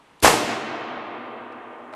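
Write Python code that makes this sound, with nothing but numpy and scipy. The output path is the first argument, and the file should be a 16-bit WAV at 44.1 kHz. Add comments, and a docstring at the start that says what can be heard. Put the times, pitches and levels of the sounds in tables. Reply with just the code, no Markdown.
"""A compressed-air confetti cannon fires once in a large sports hall.
The valve ticks, air hisses up the barrel, the charge pops out and the barrel hoots as it empties.
The pop bounces off the floor and walls, and the hall rings on. A few small knocks follow over a faint
room hum. The blast overloads the microphone and turns its gain down; the gain then creeps back."""
import sys
import numpy as np
from scipy import signal
from scipy.fft import rfft, irfft
from scipy.io import wavfile
from scipy.ndimage import uniform_filter1d

SR = 44100
rng = np.random.default_rng(int(sys.argv[2]) if len(sys.argv) > 2 else 0)


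def transcribe(signal):
    """Save signal, clipped to [-1, 1], as a 16-bit WAV file at the path in sys.argv[1]."""
    frames = np.atleast_2d(signal).T
    limited = np.clip(frames, -1, 1)
    pcm = np.round(limited * 32767).astype(np.int16)
    wavfile.write(sys.argv[1], SR, pcm)


N = 85995
T = np.arange(N) / SR
POP_S = 0.24635  # the moment the charge leaves the barrel


def amp(db):
    """Turns decibels into a factor to multiply by."""
    return 10 ** (np.asarray(db) / 20)


def evened(x):
    """Scales a signal to an average power of 1."""
    return x / np.sqrt(np.mean(x ** 2) + 1e-20)


def read(points, hz, column=1):
    """Looks up a table at any pitch, blending between its rows."""
    table = np.transpose(points)
    return np.interp(np.log(hz + 1), np.log(table[0] + 1), table[column])


def since(s):
    """Seconds after a moment, zero before it."""
    return np.maximum(T - s, 0)


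def dying(s, fade_s):
    """Starts suddenly, then falls by 60 dB in each fade time."""
    return (T >= s) * np.exp(-np.log(1000) * since(s) / fade_s)


def tint(x, colour, peaks=()):
    """Makes some pitches louder and others softer, with narrow peaks if given."""
    f = np.fft.rfftfreq(N, 1 / SR)
    boost_db = sum(db / (1 + (2 * (f - hz) / width) ** 2) for hz, width, db in peaks)
    return irfft(rfft(x) * amp(read(colour, f) + boost_db), N)


def noise(colour, peaks=()):
    """Tinted noise with an average power of 1."""
    return evened(tint(rng.standard_normal(N), colour, peaks))


def wander(seconds):
    """A smooth random drift."""
    size = max(int(seconds * SR), 2)
    return evened(uniform_filter1d(uniform_filter1d(rng.standard_normal(N), size), size))


def gust(s, rise_s, hold_s, fall_db_per_s):
    """The strength of a rush of air: it builds, holds and dies away."""
    opening = np.minimum(since(s) / rise_s, 1) ** 0.7
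    return opening * amp(-fall_db_per_s * since(s + rise_s + hold_s))


def swing(s, hz, rise_s):
    """Air pressure swings to and fro, swelling and then dying."""
    age = since(s) / rise_s
    return -age * np.exp(1 - age) * np.sin(2 * np.pi * hz * since(s))


def room_tone():
    """The faint, steady noise of the hall."""
    # tone colour of the room: f/Hz, level/dB
    colour = [(25, -9), (60, -7), (120, -3.5), (300, -0.5), (600, -3), (950, 2.5), (1500, -6.5),
              (3000, -9.5), (5000, -21.5), (9000, -24), (14000, -36)]
    return amp(-55) * noise(colour)


def knocks():
    """Small hard things click and thud."""
    # each knock: t/s, click level/dB, thud level/dB
    hits = [(1.5228, -44.5, -56), (1.9272, -45, -35), (1.9368, -39.5, -27)]
    # tones of the knocked thing: f/Hz, level/dB, fade time/s
    tones = [(646, -3, 0.14), (800, -2, 0.065), (1060, -8, .12), (1285, 7, 0.013), (2020, -13, .08)]
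    # tone colour of the click: f/Hz, level/dB
    colour = [(200, -12), (2000, 11), (4400, 6.5), (6500, -8), (8500, -3), (14000, -25)]
    click = noise(colour)
    sound = np.zeros(N)
    for s, click_db, thud_db in hits:
        thud = sum(amp(db) * dying(s, fade) * np.sin(2 * np.pi * hz * since(s)) for hz, db, fade in tones)
        soft_start = np.minimum(since(s) / 0.0012, 1)
        sound += amp(click_db) * click * dying(s, fade_s=0.03) + amp(thud_db) * soft_start * thud
    return sound


def hall_ring():
    """A few wavering tones ring on in the hall after the pop."""
    # ringing tones: f/Hz, level/dB, fade time/s, phase waver/rad
    tones = [(246.4, -33, 7.6, 1.3), (339.4, -25.5, 4.6, 1.8), (440, -28, 4.7, 2), (606, -34.5, 2.3, 0.87),
             (765, -30, 5, 0.86), (914, -27, 4, 1.1), (1084, -29.5, 5, .6), (1202, -30.5, 6.7, .5),
             (1292, -34, 4.2, .8)]
    return sum(amp(db) * dying(POP_S, fade) * np.sin(2 * np.pi * hz * T + waver * wander(seconds=0.06))
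               for hz, db, fade, waver in tones)


def hall_tail():
    """How the hall answers a click: quick scatter and a long echo whose treble dies first."""
    # long echo: f/Hz, level/dB, fade time/s
    far_bands = [(30, -20, 1.4), (74.4, -28, 0.61), (96, -5.5, 1.6), (119, -2.5, 4.2), (185, -11, 1.5),
                 (229, 3, 3.2), (320, -3.5, 3.3), (500, -3.5, 4.5), (738, -2, 3.73), (1030, -8, 4.25),
                 (1997, -6, 3.41), (3200, -7, 2.635), (4970, -9.5, 1.4), (7930, -10.5, 0.76),
                 (13000, -18, .55)]
    # scatter from the nearest walls: f/Hz, level/dB
    near_colour = [(40, -24.5), (70, -11), (150, -2.5), (400, 8), (1500, -5.5), (4000, 1.5), (12000, -9)]

    def decay(t, fade_s):
        """A fade with the same total energy however long it lasts."""
        return np.exp(-np.log(1000) * t / fade_s) * np.sqrt(2 * np.log(1000) / (fade_s * SR))

    hz, t, bands = signal.stft(tint(rng.standard_normal(N), far_bands), SR, nperseg=1024, noverlap=768)
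    bands *= decay(t, read(far_bands, hz, column=2)[:, None])
    far = signal.istft(bands, SR, nperseg=1024, noverlap=768)[1][:N]
    far *= amp(4 * np.exp(-((T - 0.23) / 0.047) ** 2))  # the far wall swells the echo after 0.23 s
    near = amp(-3) * tint(rng.standard_normal(N), near_colour) * decay(T, fade_s=0.55)
    delay_s, build_s = 0.011, 0.01
    return (far + near) * np.minimum(since(delay_s) / build_s, 1)


def hall_echo(common, directions=4):
    """Each direction gets the common sound, its own swirl of rushing air and its own echo."""
    echoes = sum(signal.fftconvolve(common + air_blast(), hall_tail())[:N] for _ in range(directions))
    return echoes / np.sqrt(directions)


def pop_echoes():
    """The pop bounces back from the floor and walls."""
    # each bounce: t/s, level against the pop/dB
    bounces = [(.2574, -4), (.2622, -9.5), (.2790, -16), (0.279, -19), (.2815, -1.5), (.3400, -10),
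               (.3905, -29), (.4475, -13.5), (0.9755, -24), (1.402, -33.5)]
    return sum(amp(db) * pop(s) for s, db in bounces)


def valve():
    """Two ticks as the valve trips before the shot."""
    # each tick: t/s, level/dB, fade time/s
    ticks = [(0.2012, -45.5, 0.027), (0.2195, -40.5, 0.035)]
    # tone colour of the ticks: f/Hz, level/dB
    colour = [(200, -10.5), (1500, -9), (4000, 5), (6000, -2.5), (9000, -3), (14000, -17)]
    return noise(colour) * sum(amp(db) * dying(s, fade) for s, db, fade in ticks)


def barrel():
    """A low push of air and the hoot of the emptying tube."""
    # low swells: t/s, f/Hz, rise time/s, level/dB
    swells = [(.236, 62, .022, -17.5), (.228, 90, .014, -23.5), (.299, 157, 0.0087, -15.5),
              (.335, 105, 0.0089, -18), (.329, 310, 0.015, -14)]
    return sum(amp(db) * swing(s, hz, rise) for s, hz, rise, db in swells)


def air_blast():
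    """Air hisses past the charge, then roars from the open barrel and fades as the tank empties."""
    # tone colour of the hiss: f/Hz, level/dB
    hiss_colour = [(25, -7.5), (70, -9), (150, -6.5), (300, 11), (900, 2), (2000, 1), (4500, -3.5),
                   (8000, -4), (11000, -4), (14000, -16)]
    # tone colour of the roar: f/Hz, level/dB
    roar_colour = [(30, -9.5), (130, -4), (300, 1), (500, 0.5), (750, 2.5), (1100, 3), (1500, 1),
                   (2600, -5.5), (4200, -8.5), (8000, -8.5), (14000, -20)]
    # pitches at which the barrel rings: f/Hz, width/Hz, boost/dB
    peaks = [(1060, 60, 3.5), (2140, 70, 4), (2700, 200, 4), (3075, 35, 8)]
    hiss = noise(hiss_colour, peaks) * gust(0.2243, rise_s=0.011, hold_s=0.066, fall_db_per_s=142)
    roar = noise(roar_colour, peaks) * gust(POP_S, rise_s=0.0015, hold_s=0.032, fall_db_per_s=218)
    return amp(-15) * hiss + amp(-0.5) * roar


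def pop(s):
    """The charge bursts out: one strong pressure swing that dies almost at once."""
    return amp(12) * swing(s, hz=760, rise_s=0.0006)


def scene():
    """The shot, its echoes, the knocks and the quiet hall, in one channel."""
    cannon = valve() + barrel()
    bang = pop(POP_S)
    tail = hall_echo(cannon + amp(-13) * bang) + hall_ring()  # only part of the pop feeds the hall
    return (cannon + air_blast() + bang + pop_echoes() + tail + knocks() + room_tone())[None]


def record(dry):
    """The microphone turns down for the blast, recovers slowly, squashes peaks and cuts the top treble."""
    limit_db, recover_db_per_s, window_s, hardness, top_hz = -10.5, 5.5, 0.011, 5, 13950
    memory = np.exp(-1 / (window_s * SR))
    power_db = 10 * np.log10(signal.lfilter([1 - memory], [1, -memory], dry[0] ** 2) + 1e-12)
    creep_db = recover_db_per_s * T
    held_db = np.maximum.accumulate(power_db + creep_db) - creep_db  # jumps up at once, sinks slowly
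    turned_down = dry * amp(-np.maximum(held_db - limit_db, 0))
    squashed = turned_down / (1 + abs(turned_down) ** hardness) ** (1 / hardness)
    treble_cut = signal.firwin(511, top_hz, window=("kaiser", 9), fs=SR)
    return signal.oaconvolve(squashed, treble_cut[None], "same")


dry = scene()
out = record(dry)
transcribe(out)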